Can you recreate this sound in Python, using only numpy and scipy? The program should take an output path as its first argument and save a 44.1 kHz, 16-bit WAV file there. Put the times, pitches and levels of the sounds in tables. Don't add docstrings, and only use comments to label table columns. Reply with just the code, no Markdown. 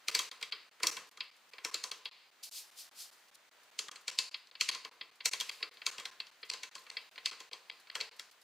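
import sys
import numpy as np
from scipy import signal
from scipy.fft import rfft, irfft, next_fast_len
from scipy.io import wavfile
from scipy.ndimage import uniform_filter1d, map_coordinates

SR = 44100
rng = np.random.default_rng(int(sys.argv[2]) if len(sys.argv) > 2 else 0)


def log_audio(samples):
    frames = np.atleast_2d(samples).T
    limited = np.clip(frames, -1, 1)
    pcm = np.round(limited * 32767).astype(np.int16)
    wavfile.write(sys.argv[1], SR, pcm)


N = 371763

# f/Hz, level/dB
MID_SPECTRUM = [(900, -49), (1500, -25.5), (2100, -10.5), (2700, -11), (3500, -13.5), (4300, -11),
                (5000, -12), (5700, -40), (7000, -63)]
# f/Hz, level/dB
HISS_SPECTRUM = [(710, -55), (1500, -31), (2500, -7), (3600, -1.5), (4800, 4), (5900, -0.5), (11900, -4),
                 (14800, -7), (16000, -23)]


def amp(db):
    return 10 ** (np.asarray(db) / 20)


def unit_rms(x):
    return x / np.sqrt(np.mean(x ** 2) + 1e-20)


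def log_interp(points, hz):
    f, value = np.transpose(points)
    return np.interp(np.log(hz + 1), np.log(f + 1), value)


def filtered(x, response):
    size = next_fast_len(N + SR // 2)
    return irfft(rfft(x, size) * response(np.fft.rfftfreq(size, 1 / SR)), size)[..., :N]


def white_pair(coherence, size):
    angle = np.arccos(np.clip(coherence, 0, 1)) / 2
    mid, side = rng.standard_normal((2, size)) * [[np.cos(angle)], [np.sin(angle)]]
    return np.array([mid + side, mid - side])


def coloured_pair(spectrum, coherence):
    angle = lambda hz: np.arccos(np.clip(log_interp(coherence, hz), 0, 1)) / 2
    shape = lambda hz: amp(log_interp(spectrum, hz)) * [np.cos(angle(hz)), np.sin(angle(hz))]
    mid, side = filtered(rng.standard_normal((2, N)), shape)
    return unit_rms(np.array([mid + side, mid - side]))


def room_tone():
    # f/Hz, level/dB
    spectrum = [(30, -33), (91, -23.5), (260, -12.5), (690, -4), (1650, -2), (2300, -4), (4500, -7),
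                (5400, -11.5), (6300, -10.5), (10000, -18), (14000, -21.5), (14700, -15.5), (15400, -11),
                (15900, -45)]
    # f/Hz, coherence
    coherence = [(60, 0.97), (240, 0.87), (950, 0.8), (3770, 0.54), (15000, 0.039)]
    drift_db = 1.5 * map_coordinates(rng.standard_normal(40), [np.arange(N) * 4 / SR])
    return amp(-65.5 + drift_db) * coloured_pair(spectrum, coherence)


def resonances(modes, f, scatter_db):
    centre, width, db = np.transpose(modes)[..., None]
    centre = centre * (1 + 0.002 * rng.standard_normal(centre.shape))
    polarity = (-1) ** np.arange(len(centre))[:, None]
    gain = polarity * amp(db + scatter_db * rng.standard_normal(centre.shape))
    return np.sum(gain * 1j * f * width / (centre ** 2 - f ** 2 + 1j * f * width), axis=0)


def detent_impact(t, grip, room_db, snap_t60, room_t60, coherence, attack_s):
    after = np.maximum(t, 0)
    rise = lambda age, tau: 1 - np.exp(-age / tau)
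    crack = lambda age: amp(0.5 - 60 * (age / 0.01) ** 2) * rise(age, attack_s)
    scrape = amp(-10 - 12 * grip + 2070 * t) * (t < 0)
    snap = amp(-2.5 - 60 * after / snap_t60) * rise(after, attack_s)
    rebound = grip * amp(-3) * crack(np.maximum(t - 0.0038, 0))
    clutter = amp(-10.5 - 60 * after / 0.098) * rise(after, 0.0032)
    room = amp(room_db - 60 * after / room_t60) * rise(after, 0.0025)
    direct = white_pair(coherence, len(t)) * (scrape + snap + crack(after) + rebound)
    early = white_pair(coherence * 1.6, len(t)) * clutter
    return rfft(direct + early), rfft(white_pair(coherence ** 2, len(t)) * room)


def steel_response(near, far, ring, blow):
    strength = np.sqrt(np.mean(np.abs(near) ** 2))
    spectrum = 1.036 * near + strength * blow * ring + far * (1.89 + 0.28 * ring)
    return spectrum * amp([[0.6], [-0.6]])


def wheel_clicks():
    # t/s, level/dB, relative treble level/dB, weight (extra housing knock)/dB
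    clicks = [(0.083, -18.5, -14, -1), (0.1495, -14.5, -13, -2.5), (0.191, -19.5, -11, 3),
              (0.314, -33, -17.5, -0.5), (0.4122, -38, -16, 6), (0.427, -23.5, -20, -5),
              (0.5227, -22, -35, 1), (0.8003, -42.5, -18, 13.5), (0.8323, -18, -11.5, 5),
              (0.8696, -18, -5.5, -6.5), (0.9682, -29, -15, 5), (1.1732, -40.5, -15.5, 6),
              (1.2054, -22.5, -35.5, 0), (1.5349, -38, -25.5, 2.5), (1.5822, -35, -44, 11),
              (1.6481, -25, -7.5, 4.5), (1.7429, -20.5, -13.5, -3), (1.8385, -25.5, -10.5, 1),
              (1.9147, -26, -16, 0), (2.0553, -25, -33.5, -1.5), (3.7898, -22, -11, -4.5),
              (3.883, -35, -16, 8.5), (3.9141, -39.5, -8.5, -1), (3.9576, -36.5, -15.5, -2),
              (4.0797, -22.5, -13, -1), (4.0986, -35, -12, 3.5), (4.1872, -14.5, -15.5, -8.5),
              (4.343, -23.5, -39, 0), (4.471, -49, -15, -5), (4.5114, -44, -29, 1), (4.552, -35, -51, 4),
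              (4.6098, -14, -15.5, -5.5), (4.6887, -16.5, -16, -3), (4.735, -36, -16, 5),
              (4.748, -28.5, -14, 2), (4.8485, -30.5, -20.5, 5.5), (5.011, -27.5, -56, 2.5),
              (5.205, -32, -48, 4), (5.2564, -15.5, -9, -1.5), (5.334, -21, -14.5, -0.5),
              (5.4009, -24, -14.5, -6.5), (5.409, -22, -13, -0.5), (5.4937, -24, -20.5, -4.5),
              (5.6052, -43, -22, 8.5), (5.6274, -20, -31.5, -0.5), (5.7703, -42.5, -29.5, 2),
              (5.817, -33, -43, 8.5), (5.8646, -17.5, -13, -1.5), (5.9817, -31.5, -15, 4.5),
              (5.9988, -33.5, -13, 3), (6.054, -26, -17, 1), (6.2015, -24, -34, 0), (6.268, -43, -16, -1),
              (6.4297, -31.5, -58, 5), (6.4997, -21.5, -15.5, -4), (6.5357, -28, -15, 0.5),
              (6.6328, -29, -13.5, 0), (6.7528, -33.5, -12.5, 3), (6.78, -41, -21, -2),
              (6.8652, -41.5, -28.5, 8), (6.901, -30.5, -18, -1.5), (6.9685, -23, -51, 1),
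              (7.158, -40.5, -25.5, 0), (7.1786, -31.5, -50, 9), (7.2582, -16.5, -18.5, -7.5),
              (7.3117, -35.5, -16, 6), (7.328, -41, -20, 6.5), (7.403, -36.5, -12.5, 5),
              (7.435, -46, -30, -1), (7.5125, -43, -23, 5), (7.5312, -29, -20.5, -2),
              (7.698, -28, -36, 0.5), (7.871, -46, -26, 6), (7.8993, -31, -47, 4.5),
              (7.953, -24, -16.5, 5.5), (8.003, -27, -22, -6), (8.01, -22, -19, -4), (8.195, -31, -12.5, 1)]
    # f/Hz, bandwidth/Hz, level/dB
    wheel_modes = [(2026, 16, 1.5), (2283, 26, 4), (2664, 15, 6.5), (3258, 28, 11.5), (3786, 88, -0.5),
                   (4154, 65, 7.5), (4250, 380, 5), (4560, 34, 7), (4780, 18, 1), (6020, 13, -1.5),
                   (7540, 30, -10), (7550, 28, -1.5)]
    housing_modes = [(190, 167, -19), (322, 50, -13.5), (459, 73.5, -6), (1039, 67, 0), (1205, 150, -3.5),
                     (1620, 615, -7.5)]
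    # f/Hz, level/dB
    treble_spectrum = [(4000, -24), (5500, 5), (7500, 1), (9500, -6.5), (11000, -10.5), (14000, -16),
                       (16500, -25)]
    # t/s, slope/(dB per octave)
    top_slopes = [(0, 4), (2, 0), (3.8, -7), (5.5, 1), (7, -10), (8.4, -1)]
    top_hz, pivot_hz, hump_width_hz = 8140, 3000, 703
    size, lead = 2 ** 14, SR // 50
    t, f = (np.arange(size) - lead) / SR, np.fft.rfftfreq(size, 1 / SR)
    delay = lambda seconds: np.exp(-2j * np.pi * f * seconds)
    blow = delay(lead / SR + 0.0015)
    radiation = 1 / (1 + (140 / (f + 1)) ** 2)
    mid_band, treble_band = amp(log_interp(MID_SPECTRUM, f)), amp(log_interp(treble_spectrum, f))
    out = np.zeros((2, N + size))
    for onset, db, treble_db, weight_db in clicks:
        grip = np.clip((-23.5 - treble_db) / 17, 0, 1)
        knock_db = -49.5 + 0.9 * (db + 25) - 7.5 * grip + weight_db
        room_db = -19.5 + 0.5 * rng.standard_normal()
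        ring = resonances(wheel_modes, f, scatter_db=3) * amp(0.5 * grip)
        humps = map_coordinates(rng.standard_normal(80), [np.minimum(f / hump_width_hz, 79)])
        tooth_colour = amp(2 * (1 - grip) * humps)
        mid_tilt = amp(-0.69 * weight_db * np.log2(np.maximum(f / pivot_hz, 0.5)))
        top_slope = np.interp(onset, *np.transpose(top_slopes))
        top_tilt = amp(top_slope * np.log2(np.maximum(f / top_hz, 1)))
        mid = detent_impact(t, grip, room_db,
                            snap_t60=0.018, room_t60=0.46, coherence=0.92, attack_s=0.00049)
        treble = detent_impact(t, grip, room_db + 4,
                               snap_t60=0.029, room_t60=0.34, coherence=0.77, attack_s=0.00023)
        knock = detent_impact(t, grip, room_db + 6,
                              snap_t60=0.04, room_t60=0.49, coherence=0.985, attack_s=0.0023)
        housing = resonances(housing_modes, f, scatter_db=2.5) * radiation
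        bands = irfft([steel_response(*mid, ring, blow) * mid_band * mid_tilt * tooth_colour,
                       steel_response(*treble, ring, blow) * treble_band * top_tilt * tooth_colour,
                       sum(knock) * housing * delay(0.003 * (1 - grip))])
        onset_rms = np.sqrt(np.mean(bands[..., lead:lead + SR // 100] ** 2, axis=(1, 2)))
        gains = amp([db - 13, db + treble_db - 4, knock_db]) / onset_rms
        start = round(onset * SR) - lead
        out[:, start:start + size] += np.tensordot(gains, bands, 1)
    return out[:, :N]


def finger_ticks(count=40):
    when, softness = rng.random((count, 2)).T
    impulses = np.zeros(N)
    impulses[(when * N).astype(int)] = amp(-66 - 2.5 * np.log(softness + 0.01))
    decay = amp(-60 * np.arange(SR // 20) / SR / 0.086)
    envelope = np.abs(signal.fftconvolve(impulses, decay)[:N])
    return envelope * coloured_pair(HISS_SPECTRUM, coherence=[(3000, 0.54)])


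def rustle(centre_s=2.174, half_width_s=0.14):
    swell = np.exp(-((np.arange(N) / SR - centre_s) / half_width_s) ** 2)
    return amp(-64.5) * swell * coloured_pair(MID_SPECTRUM, coherence=[(3000, 0.77)])


def hiss_swells():
    # start t/s, loudest t/s, end t/s, level/dB
    swells = [(2.427, 2.436, 2.49, -43.5), (2.463, 2.58, 2.657, -44.5), (2.756, 2.793, 2.893, -48),
              (2.947, 3.007, 3.104, -46.5), (3.112, 3.13, 3.17, -64), (3.34, 3.356, 3.36, -53.5),
              (5.3, 5.502, 5.71, -59)]
    t = np.arange(N) / SR
    swell = np.zeros(N)
    for start, loudest, end, db in swells:
        progress = np.interp(t, [start, loudest, end], [-1, 0, 1], left=-3, right=3)
        swell += amp(db - 20 * np.abs(progress) ** 1.35)
    tail = amp(-60 * t[:SR // 4] / 1.7)
    lingering = amp(-12) * signal.fftconvolve(swell, tail / tail.sum())[:N]
    envelope = np.hypot(uniform_filter1d(swell, size=200), lingering)
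    grain = amp(unit_rms(uniform_filter1d(rng.standard_normal(N), size=40)))
    hiss = coloured_pair(HISS_SPECTRUM, coherence=[(3000, 1.0), (12000, 0.46)])
    return envelope * unit_rms(grain * hiss) * amp([[0.3], [-0.3]])


def scene():
    return wheel_clicks() + hiss_swells() + finger_ticks() + rustle() + room_tone()


def record(dry):
    long_runs = [.3125, 2.1125, 3.5125, 4.9125, 6.7125, 8.1125]
    period_s, first_end_s, cutoff_hz = 0.2, 0.1125, 15900
    short_s, short_db, long_s, long_db = 0.0078, -17.5, 0.0178, -26
    t = np.arange(N) / SR
    gain_db = np.where((first_end_s - t) % period_s < short_s, short_db, 0.0)
    for end in np.add.outer(long_runs, 2 * period_s * np.arange(3)).ravel():
        gain_db[(t > end - long_s) & (t < end)] = long_db
    gain = uniform_filter1d(amp(gain_db), size=24)
    return filtered(dry * gain, lambda hz: 1 / (1 + (hz / cutoff_hz) ** 90))


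dry = scene()
out = record(dry)
log_audio(out)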